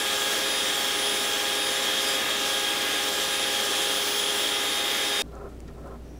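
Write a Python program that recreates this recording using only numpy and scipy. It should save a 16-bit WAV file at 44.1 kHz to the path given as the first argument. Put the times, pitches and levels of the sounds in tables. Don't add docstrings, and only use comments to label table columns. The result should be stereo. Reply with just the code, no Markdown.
import sys
import numpy as np
from scipy import signal
from scipy.fft import rfft, irfft, next_fast_len
from scipy.io import wavfile
from scipy.ndimage import uniform_filter1d

SR = 44100
rng = np.random.default_rng(int(sys.argv[2]) if len(sys.argv) > 2 else 0)


def voltage_ratio(level):
    return 10 ** (np.asarray(level, float) / 20)


def unload_audio(sound):
    columns = np.transpose(np.atleast_2d(sound))
    steps = np.round(np.clip(columns, -1, 1) * 32767)
    wavfile.write(sys.argv[1], SR, steps.astype(np.int16))


N = 272959

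CUT_S = 5.2205
MAINS_HZ = 120

# f/Hz, density/dB per Hz
ROOM_COLOUR = [(22, -6), (40, -16), (70, -5.5), (150, -8.5), (300, -10), (600, -16.5), (1000, -27.5),
               (2000, -32), (4000, -37.5), (8000, -41.5), (16000, -48)]
# f/Hz, side over mid/dB
ROOM_SIDE = [(60, -39), (110, -22), (200, -18), (380, -15), (700, -9), (1290, -5.5), (2380, 0), (4400, 0),
             (8120, -1), (15000, -2)]
# f/Hz, width/Hz, level/dB
DRONES = [(27, 10, -59), (153, 10, -54), (237, 12, -56), (297, 12, -58), (400, 40, -59)]
# t/s, peak level/dB, low edge f/Hz, high edge f/Hz, time to fall 60 dB/s
TICKS = [
    (5.3212, -50, 1500, 5000, .01),
    (5.3531, -44, 6200, 8300, .008),
    (5.49, -51, 4000, 13000, .08),
    (5.604, -36.5, 2000, 8500, .004),
    (5.6779, -46, 1500, 6500, .07),
    (5.679, -52, 1680, 1860, .12),
    (5.862, -50, 5000, 15500, .03),
    (5.872, -49, 4000, 10000, .07),
]
# f/Hz, width/Hz, level/dB
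BOWL = [(393, 60, 4), (540, 110, 1), (720, 140, -3), (1040, 150, -7), (1330, 160, -4), (1780, 300, -24)]
# start t/s, length/s, level/dB
STROKES = [
    (5.24, 0.067, -55),
    (5.336, 0.13, -43),
    (5.5, 0.027, -54),
    (5.679, .02, -48),
    (5.757, 0.036, -50),
    (5.833, 0.11, -44.5),
]
# t/s, side (positive = left), reach across the bowl, lift out of the batter (all about -1..1)
HAND = [(0.0, -0.12, 0.01, -0.6), (0.23, 0.49, -0.82, -0.15), (0.55, -0.34, 0.44, -1),
        (0.82, 0.12, -0.56, 0.22), (1.09, -0.0073, 0.31, 0.15), (1.35, 0.22, -0.68, 0.29),
        (1.63, -0.053, 0.35, -0.52), (1.88, -0.098, -0.33, 0.03), (2.09, 0.28, 0.19, -1.07),
        (2.27, -1, -0.0094, 0.8), (2.5, 0.4, -0.2, -0.19), (2.93, -0.83, 0.19, 0.6),
        (3.07, 0.48, -0.36, -0.11), (3.38, -0.14, 0.16, -0.55), (3.61, 0.22, -0.36, -1.1),
        (4.13, 0.66, 0.11, 1.0), (4.99, -0.57, 0.28, 0.29), (5.22, -0.089, 0.41, -0.2)]
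# f/Hz, side over mid/dB
MIXER_SIDE = [(25, -45), (60, -41), (110, -23), (200, -30), (380, -28.5), (700, -16.5), (1290, -13),
              (2380, -15), (4400, -10.5), (8120, -5.5), (15000, -1)]
# f/Hz, left over right/dB
MIXER_LEAN = [(60, 1), (110, 0.5), (200, 1), (380, -0.8), (700, 0.0), (1290, 0.9), (2380, -3), (4400, -1.8),
              (8120, -1.5), (15000, -1.2)]
# f/Hz, density/dB per Hz
AIR_COLOUR = [(25, -24), (50, -33), (110, -14.5), (190, -8), (300, 0), (600, -2), (1050, -5.5), (1250, -2),
              (2000, -1.5), (2900, -2.5), (4300, -4.5), (7000, -8.5), (10000, -10.5), (13000, -16.5),
              (16000, -17)]
# f/Hz, width/Hz, rise/dB
HOUSING = [(1700, 140, 3.5), (3281, 390, 11.5), (3700, 230, 3.5), (4660, 200, 0), (5480, 170, 7),
           (6300, 490, 4.5), (7370, 390, 5.5)]
# mean level/dB, then change/dB per unit of side, of reach, of lift
VENTS = [
    (-35.5, -0.1, -0.49, -.4),
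    (-36, -3.5, -0.35, -.3),
    (-30.5, 1.2, -0.27, 0.2),
    (-33.5, 2, -0.7, -0.3),
]
# t/s, f/Hz
SHAFT = [(0, 411.2), (.2, 411.6), (.45, 411), (.8, 410.7), (1.2, 410.35), (1.5, 410.7), (1.75, 410.3),
         (2.15, 410.2), (2.5, 410.8), (2.85, 410), (3.4, 409.75), (3.87, 410), (4.05, 410.7), (4.4, 410.3),
         (4.62, 409.3), (4.75, 409.6), (4.96, 408.9), (5.1, 409.5)]
# order/multiple, level/dB
ROTOR = [(1, -42), (2, -43), (3, -46), (4, -42), (5, -50), (6, -52), (9, -40), (10, -54), (11, -56),
         (12, -45), (13, -55), (14, -55), (16, -53), (17, -58), (18, -54), (20, -55), (21, -59), (22, -50),
         (23, -54), (24, -43), (25, -57), (27, -62), (28, -59), (30, -51), (31, -63), (32, -54), (35, -61),
         (36, -52), (33, -64), (34, -65)]
# order/multiple of shaft, pulse/multiple of
# MAINS_HZ, level/dB
SIDE_TONES = [(1, -1, -55), (1, 1, -44), (1, 2, -53), (1, 4, -58), (1, 5, -56), (2, -1, -57), (2, 2, -58),
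              (3, -2, -59), (3, -1, -51), (3, 1, -56), (3, 2, -57), (4, 1, -48), (5, -1, -57), (5, 1, -54),
              (6, 1, -51), (7, -1, -51), (12, 1, -58), (16, -1, -62), (18, -1, -62), (18, 1, -63),
              (23, 1, -60), (24, -1, -54), (24, 1, -49), (25, -1, -61), (31, -1, -65), (36, -1, -67),
              (36, 1, -61), (37, 0, -63), (38, 0, -63)]
# f/Hz,
# level/dB
SLOW_TONES = [(59.3, -62), (76.7, -60.5), (95.7, -70), (858.6, -60), (1249, -57), (1775, -52), (2821, -54),
              (213, -63), (600, -60), (840, -61), (939, -60), (1211, -59), (1300, -56), (1410, -56),
              (1623, -59), (1680, -57), (1811, -57), (1830, -58), (1908, -57), (2118, -56), (2441, -56)]
# order/multiple of shaft, pulse/multiple of MAINS_HZ
STEERED = ((1, 0), (3, 0), (4, 0), (9, 0), (12, 0), (22, 0), (24, 0), (30, 0), (32, 0), (36, 0), (2, 0),
           (5, 0), (23, 0), (1, 1), (4, 1), (6, 1), (24, 1), (24, -1))
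# mean level/dB, then change/dB per unit of side, of reach, of lift
BEAMS = [(-42, 3.9, 1, 1), (-45.5, -1.8, -4.5, -0.3), (-41.5, -1.5, -4, -1), (-38.5, -0.5, 8, -0.5),
         (-45.5, .2, 12.5, -3), (-51, -2, 2, 4), (-43.5, 8, 12.5, -3), (-50, -3, -5, -.4),
         (-58, .1, -5, -2.6), (-54, 6, -.6, 6), (-42.5, 0.4, -.8, -1.6), (-50, -6, 11, 3), (-55, 4, -5, -2),
         (-43.5, 0, -0.5, -2.2), (-50, -11, -7, -3), (-51.5, -3, 13, -3), (-48.5, 2, 3, -2.5),
         (-53, -2.9, -9, 0)]


def along(points, hz):
    f, v = np.transpose(points)
    return np.interp(np.log(hz + 1), np.log(f + 1), v)


def curves(rows):
    s, *cols = np.transpose(rows)
    return [np.interp(np.arange(N) / SR, s, c) for c in cols]


def wobble(rate):
    knots = rng.standard_normal(400)
    coarse = np.interp(np.arange(0, N, 8) * rate / SR, np.arange(len(knots)), knots)
    return np.repeat(coarse, 8)[:N]


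def ramp(start_s, rise_s):
    progress = np.clip((np.arange(N) / SR - start_s) / rise_s, 0, 1)
    return np.sin(np.pi / 2 * progress) ** 2


def filtered(x, response):
    m = next_fast_len(N + 8192)
    return irfft(rfft(x, m) * response(np.fft.rfftfreq(m, 1 / SR)), m)[..., :N]


def bell(hz, centre_hz, width_hz):
    return 1 / np.sqrt(1 + (2 * (hz - centre_hz) / width_hz) ** 2)


def rush(gain, side, patchy_db):
    z = signal.stft(rng.standard_normal((2, N)), nperseg=512)[2]
    field = uniform_filter1d(rng.standard_normal(z.shape[1:]), size=6, axis=0)
    field = uniform_filter1d(field, size=16, axis=1)
    pair = signal.istft(z * voltage_ratio(patchy_db * field / field.std()), nperseg=512)[1][:, :N]
    mid, diff = filtered(pair, lambda hz: gain(hz) * np.array([np.ones_like(hz), voltage_ratio(along(side, hz))]))
    return np.array([mid + diff, mid - diff]) / mid.std()


def kitchen():
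    hum_cycles = np.cumsum(59.2 + 0.44 * wobble(8)) / SR
    hum = np.sqrt(2) * voltage_ratio(-43.3) * ramp(CUT_S, 0.035) * np.sin(2 * np.pi * hum_cycles)
    drone_gain = lambda hz: sum(voltage_ratio(db) / np.sqrt(w) * bell(hz, c, w) ** 2 for c, w, db in DRONES)
    drones = rush(drone_gain, [(20, -47), (400, -20)], patchy_db=2.0)
    room = rush(lambda hz: voltage_ratio(along(ROOM_COLOUR, hz)), ROOM_SIDE, patchy_db=-0.5)
    return hum + voltage_ratio(-48.5) * drones + voltage_ratio(-45.5) * room


def ticks():
    lean_db = np.array([[-3], [3]]) / 2
    out, t = np.zeros((2, N)), np.arange(SR // 10) / SR
    for s, db, low_hz, high_hz, t60 in TICKS:
        band = signal.butter(2, [low_hz, high_hz], "bandpass", fs=SR, output="sos")
        knock = rng.standard_normal(len(t)) + 4 * (t == 0)
        burst = signal.sosfilt(band, knock * voltage_ratio(-60 * t / t60))
        out[:, round(s * SR):][:, :len(t)] += voltage_ratio(db + lean_db) * burst / abs(burst).max()
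    return out


def ladle():
    attack_s, release_s = 0.066, 0.041
    glass = lambda hz: sum(voltage_ratio(db) * bell(hz, c, w) ** 2 for c, w, db in BOWL)
    scrape = rush(glass, ROOM_SIDE, patchy_db=.7) * voltage_ratio(1.2 * wobble(60))
    strokes = 0
    for s, length, db in STROKES:
        push = ramp(s - attack_s / 2, attack_s)
        strokes = strokes + voltage_ratio(db) * push * (1 - ramp(s + length, release_s))
    squeak = rush(lambda hz: bell(hz, 5750, 500) ** 2, ROOM_SIDE, patchy_db=1.5)
    squeak = squeak * voltage_ratio(-67.5) * ramp(6.0, .08)
    ring = rush(lambda hz: bell(hz, 400, 40) ** 2, ROOM_SIDE, patchy_db=.5)
    ring = ring * voltage_ratio(-52) * (1 - ramp(5.36, .08))
    return scrape * strokes + squeak + ring


def hand():
    return uniform_filter1d(np.array(curves(HAND)), size=2500, axis=1, mode="nearest")


def airflow():
    place, t = hand(), np.arange(N) / SR
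    low_db, rasp_db, body_db, top_db = [mean_db + np.dot(slopes, place) for mean_db, *slopes in VENTS]
    body_db = body_db + 0.03 * (t - CUT_S / 2)
    top_db = top_db + .6 * wobble(45) + .5 * wobble(32)

    def colour(hz):
        return voltage_ratio(along(AIR_COLOUR, hz) + sum(db * bell(hz, c, w) ** 2 for c, w, db in HOUSING))

    def below(hz, edge_hz):
        return 1 / (1 + (hz / edge_hz) ** 8)

    def band(power_share, patchy_db):
        return rush(lambda hz: colour(hz) * np.sqrt(power_share(hz)), MIXER_SIDE, patchy_db)

    low = band(lambda hz: below(hz, 1550), 0.3)
    rasp = band(lambda hz: below(hz, 2420) * (1 - below(hz, 2020)), 0.7)
    body = band(lambda hz: below(hz, 4340) * (1 - below(hz, 2700)), 0.75)
    top = band(lambda hz: 1 - below(hz, 4450), 0.85)
    beaters_db = .25 * np.sin(2 * np.pi * 19.2 * t)
    pulses_db = .1 * np.sin(2 * np.pi * MAINS_HZ * t)
    throb = voltage_ratio(beaters_db + pulses_db + .3 * wobble(30))
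    return throb * (voltage_ratio(low_db) * low + voltage_ratio(rasp_db) * rasp + voltage_ratio(body_db) * body + voltage_ratio(top_db) * top)


def tone(cycles, hz, level, scatter):
    pace = 2.55 + hz / 1800
    wave = np.exp(2j * np.pi * (cycles + rng.random()))
    echoes = (wobble(pace) + 1j * wobble(pace)) * 1.12
    mid = np.sqrt(1 - scatter ** 2) + scatter * echoes
    diff = voltage_ratio(along(MIXER_SIDE, hz)) * (wobble(pace) + 1j * wobble(pace)) * 0.69
    return np.sqrt(2) * level * np.array([((mid + diff) * wave).real, ((mid - diff) * wave).real])


def rotor():
    place, t = hand(), np.arange(N) / SR
    shaft_hz = curves(SHAFT)[0] + 0.15 * wobble(14)
    turns = np.cumsum(shaft_hz) / SR
    out = sum(tone(hz * t, hz, voltage_ratio(db), np.clip(hz / 4000, 0, 1)) for hz, db in SLOW_TONES)
    for order, pulse, db in [(order, 0, db) for order, db in ROTOR] + SIDE_TONES:
        echo_share = 0.033 * order
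        if (order, pulse) in STEERED:
            mean_db, *slopes = BEAMS[STEERED.index((order, pulse))]
            db = mean_db + np.dot(slopes, place)
            echo_share = .08 + .011 * order
        cycles = order * turns + pulse * MAINS_HZ * t
        out = out + tone(cycles, order * SHAFT[0][1], voltage_ratio(db - 0.17), np.clip(echo_share, 0, .85))
    return out


def scene():
    ports = np.array([[.5], [-.5]])
    mixer = filtered(rotor() + airflow(), lambda hz: voltage_ratio(along(MIXER_LEAN, hz) * ports))
    high = filtered(mixer, lambda hz: hz ** 2 / (hz ** 2 + 1500 ** 2))
    mixer = mixer + high * (voltage_ratio(2 * hand()[0] * ports) - 1)
    return np.where(np.arange(N) < CUT_S * SR, mixer, kitchen() + ladle() + ticks())


def roll_off(x):
    return signal.sosfilt(signal.butter(12, 16750, fs=SR, output="sos"), x)


def record(dry):
    mix = filtered(dry, lambda hz: hz < 15750)
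    return roll_off(mix)


dry = scene()
out = record(dry)
unload_audio(out)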